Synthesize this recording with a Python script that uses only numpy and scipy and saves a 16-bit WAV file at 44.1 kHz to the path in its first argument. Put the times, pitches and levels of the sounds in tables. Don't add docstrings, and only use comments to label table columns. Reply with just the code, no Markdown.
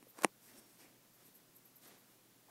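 import sys
import numpy as np
from scipy import signal
from scipy.fft import rfft, irfft
from scipy.io import wavfile
from scipy.ndimage import uniform_filter1d

SR = 44100
rng = np.random.default_rng(int(sys.argv[2]) if len(sys.argv) > 2 else 0)


def unload_audio(sound):
    columns = np.transpose(np.atleast_2d(sound))
    steps = np.round(np.clip(columns, -1, 1) * 32767)
    wavfile.write(sys.argv[1], SR, steps.astype(np.int16))


N = 110250

# pitch_hz, gain_db
AIR_TONE = [(25, -12.5), (45, -20), (73, -18.5), (100, -9.5), (160, -1.5), (270, 0), (420, -5.5),
            (900, -10.5), (1500, -12), (2500, -14), (6000, -14.5), (9000, -15.5), (11800, -13),
            (15500, -14.5)]
# peak_s, rise_s, fall_s
RING_SWELL = (0.6, .09, 0.089)
# time_s, level_db
SLIP_LEVELS = [(.135, -74), (.172, -63), (.188, -55), (.196, -58.5), (0.208, -57), (0.221, -50),
               (.232, -58.5), (0.235, -35), (0.2457, -38), (0.246, -57), (.27, -63)]
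# pitch_hz, gain_db
SLIP_TONE = [(60, -32.5), (170, -10), (280, -11.5), (470, 4.5), (750, 2), (1500, 0), (2700, -10.5),
             (5000, -12.5), (9000, -8.5), (10300, -13.5), (12000, -9.5), (15500, -23)]
# pitch_hz, width_hz, gain_db
CASING_RINGS = [(212, 98, 13.5), (330, 140, 19), (523, 230, 15), (774, 224, 16), (1040, 380, 14.5),
                (1910, 570, 10), (2340, 590, 8), (2750, 500, 5.5), (3960, 360, -4.5), (5830, 1470, -2.5),
                (6750, 700, -8), (8950, 1270, 5), (9960, 1160, -2), (13500, 1000, -12)]
# start_s, push_db, crack_db, thump_hz, thump_db
CASING_KNOCKS = [(0.0272, -39.5, -59.5, 290, -53), (0.068, -61.5, -62, 500, -55),
                 (.1743, -45.5, -47, 720, -67), (.1857, -40, -51, 337, -50),
                 (.1893, -32.5, -31, 1020, -51.5), (0.2218, -33, -22, 540, -49),
                 (0.2371, -30.5, -23, 504, -38), (0.2455, -26, -23, 1505, -45), (0.2469, 0, -22, 334, -42)]
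# pitch_hz, gain_db
CRACK_TONE = [(300, -16), (3500, -2), (8000, -2), (12000, -1), (14000, -6), (15800, -10)]
# peak_s, rise_s, fall_s, cloth_db, skin_db, tips_db, rasp_hz, rasp_db
HAND_STROKES = [(.445, 0.032, 0.044, -80, -75, -65, 1700, -92),
                (.495, 0.027, 0.03, -78, -72.5, -69, 1850, -70.5),
                (0.563, 0.058, 0.074, -63.5, -69, -69.5, 640, -82),
                (.588, 0.017, 0.016, -98, -85, -66.5, 9000, -66),
                (.72, 0.065, 0.085, -78, -75, -72.5, 8600, -75),
                (.803, 0.015, 0.038, -79, -72.5, -69, 5200, -71),
                (.845, 0.044, 0.048, -69.5, -72.5, -77, 2250, -71.5),
                (.94, 0.073, 0.08, -75, -81, -86, 1750, -85),
                (1.215, 0.039, 0.031, -73.5, -73, -75, 1200, -80),
                (1.275, 0.034, 0.048, -74, -79, -70, 3740, -78),
                (1.4, 0.036, 0.029, -76.5, -80, -84, 1510, -82),
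                (1.84, 0.024, 0.043, -79, -72, -65, 3870, -71.5),
                (1.891, 0.048, 0.1, -67.5, -65, -84, 610, -75.5),
                (2.12, .08, 0.058, -76.5, -78, -75.5, 1200, -84),
                (2.5, 0.014, .03, -68, -73, -78, 830, -62.5)]
# pitch_hz, gain_db
CLOTH_TONE = [(45, -50), (80, -28), (130, -14), (220, -0.5), (320, 3.5), (480, -6), (700, -7.5),
              (1100, -18.5), (3000, -21), (15000, -48)]
# pitch_hz, gain_db
SKIN_TONE = [(50, -20), (200, -16), (700, -2), (1300, -3), (2000, -3), (3100, -7), (4000, -6.5), (6500, -8),
             (10000, -10.5), (15000, -32.5)]
# pitch_hz, gain_db
TIPS_TONE = [(1000, -9), (3500, -24), (5500, -2.5), (7000, -6.5), (9000, 1), (10500, -5), (12000, 3),
             (15500, -10.5)]
# peak_s, level_db
SNIFF_PUFFS = [(.096, -67), (1.148, -68.5), (1.26, -65), (1.357, -62), (1.564, -62.5), (1.661, -66),
               (1.767, -67), (1.877, -63), (1.99, -69.5)]
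# pitch_hz, gain_db
NOSE_TONE = [(4000, -37), (8000, -9), (10300, -12), (11600, 3), (13300, -4), (14500, -7), (15800, -11)]
# start_s, length_s, from_hz, to_hz, level_db
NOSE_WHISTLES = [(0.081, 0.017, 11000, 12400, -66), (0.095, 0.019, 13750, 13200, -62.5),
                 (1.562, 0.0088, 12900, 14000, -61), (1.652, 0.011, 11700, 12300, -61.5),
                 (1.673, .009, 11700, 11100, -68.5), (1.756, .009, 11800, 12100, -63),
                 (1.757, .014, 14000, 13500, -66), (1.764, .009, 12700, 11600, -62),
                 (1.781, 0.0066, 11900, 11000, -64)]


def undb(db):
    return 10 ** (np.asarray(db) / 20)


def unit(x):
    return x / np.sqrt(np.mean(x ** 2))


def times():
    return np.arange(N) / SR


def freqs():
    return np.maximum(np.arange(N + 1) * SR / (2 * N), 1)


def contour(tone):
    hz, db = np.array(tone).T
    return undb(np.interp(np.log(freqs()), np.log(hz), db))


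def resonance(hz, width_hz):
    return 1 / (1 + ((freqs() / hz - hz / freqs()) * hz / width_hz) ** 2)


def through(x, gain):
    cepstrum = irfft(np.log(gain + 1e-7))
    cepstrum[1:N] *= 2
    cepstrum[N + 1:] = 0
    return irfft(rfft(x, 2 * N) * np.exp(rfft(cepstrum)))[:N]


def coloured(x, tone):
    return unit(through(x, contour(tone)))


def grains(per_s, scatter_db=3):
    clicks = (rng.random(N) < per_s / SR) * rng.choice([-1, 1], N)
    return clicks * undb(scatter_db * np.minimum(rng.exponential(size=N), 4))


def wobble(samples):
    return unit(uniform_filter1d(rng.standard_normal(N), size=samples))


def swell(peak_s, rise_s, fall_s):
    t = times() - peak_s
    return np.exp(-(t / np.where(t < 0, rise_s, fall_s)) ** 2)


def quiet_room(air_db=-66.5, hum_hz=121, hum_db=-82):
    air = coloured(rng.standard_normal(N), AIR_TONE)
    hum = np.sqrt(2) * np.sin(2 * np.pi * hum_hz * times())
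    return undb(air_db) * air + undb(hum_db) * hum


def room_echo(x, level_db=-36, fade_s=0.14, dull_above_hz=1200):
    tail = through(rng.standard_normal(N), 1 / np.hypot(1, freqs() / dull_above_hz))
    tail *= np.exp(-np.log(1000) * times() / fade_s)
    tail /= np.sqrt(np.sum(tail ** 2))
    return undb(level_db) * signal.fftconvolve(x, tail)[:N]


def thin_ring(pitch_hz=5500, level_db=-73, waver_share=0.0042, flutter_db=3):
    wavering_hz = pitch_hz * (1 + waver_share * wobble(samples=700))
    level = undb(level_db + flutter_db * wobble(samples=700)) * swell(*RING_SWELL)
    return level * np.sin(2 * np.pi * np.cumsum(wavering_hz) / SR)


def slipping_grip():
    time_s, level_db = np.array(SLIP_LEVELS).T
    level = undb(np.interp(times(), time_s, level_db, left=-np.inf, right=-np.inf))
    return level * coloured(grains(per_s=6000), SLIP_TONE)


def knocks(thump_rise_s=0.0016):
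    pushes, cracks, thumps = np.zeros((3, N))
    for start_s, push_db, crack_db, thump_hz, thump_db in CASING_KNOCKS:
        pushes[int(start_s * SR)] += undb(push_db)
        cracks[int(start_s * SR)] += undb(crack_db)
        age_s = np.maximum(times() - start_s, 0)
        rise_and_fade = age_s / thump_rise_s * np.exp(1 - age_s / thump_rise_s)
        thumps += undb(thump_db) * rise_and_fade * np.cos(2 * np.pi * thump_hz * age_s)
    casing = np.sqrt(sum((undb(db) * resonance(hz, width)) ** 2 for hz, width, db in CASING_RINGS))
    return through(cracks, contour(CRACK_TONE)) + through(pushes, casing) + thumps


def stroking(clicks_per_s=7000, rasp_width_share=0.37):
    cloth = coloured(rng.standard_normal(N), CLOTH_TONE)
    skin = coloured(grains(clicks_per_s), SKIN_TONE)
    tips = coloured(grains(clicks_per_s), TIPS_TONE)
    rub_spectrum = rfft(grains(clicks_per_s), 2 * N)
    out = np.zeros(N)
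    for peak_s, rise_s, fall_s, cloth_db, skin_db, tips_db, rasp_hz, rasp_db in HAND_STROKES:
        rasp_band = resonance(rasp_hz, rasp_width_share * rasp_hz)
        rasp = unit(irfft(rub_spectrum * rasp_band)[:N])
        mix = undb(cloth_db) * cloth + undb(skin_db) * skin + undb(tips_db) * tips + undb(rasp_db) * rasp
        out += swell(peak_s, rise_s, fall_s) * mix
    return out


def sniffing():
    puffs = sum(undb(db) * swell(peak_s, rise_s=0.014, fall_s=0.025) for peak_s, db in SNIFF_PUFFS)
    return puffs * coloured(rng.standard_normal(N), NOSE_TONE)


def nose_whistles(waver_share=0.0081):
    waver = 1 + waver_share * wobble(samples=40)
    out = np.zeros(N)
    for start_s, length_s, from_hz, to_hz, level_db in NOSE_WHISTLES:
        progress = np.clip((times() - start_s) / length_s, 0, 1)
        pitch_hz = (from_hz + (to_hz - from_hz) * progress) * waver
        rise_and_fade = np.sqrt(2 * np.abs(np.sin(np.pi * progress)))
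        out += undb(level_db) * rise_and_fade * np.sin(2 * np.pi * np.cumsum(pitch_hz) / SR)
    return out


def scene(low_cut_hz=154):
    bass_cut = signal.butter(2, low_cut_hz, "high", fs=SR, output="sos")
    grip = signal.sosfilt(bass_cut, knocks() + slipping_grip())
    mix = grip + room_echo(grip) + stroking() + thin_ring() + sniffing() + nose_whistles() + quiet_room()
    return mix[None]


def record(dry):
    top_hz = 15700
    return signal.sosfilt(signal.ellip(10, .2, 70, top_hz, fs=SR, output="sos"), dry)


dry = scene()
out = record(dry)
unload_audio(out)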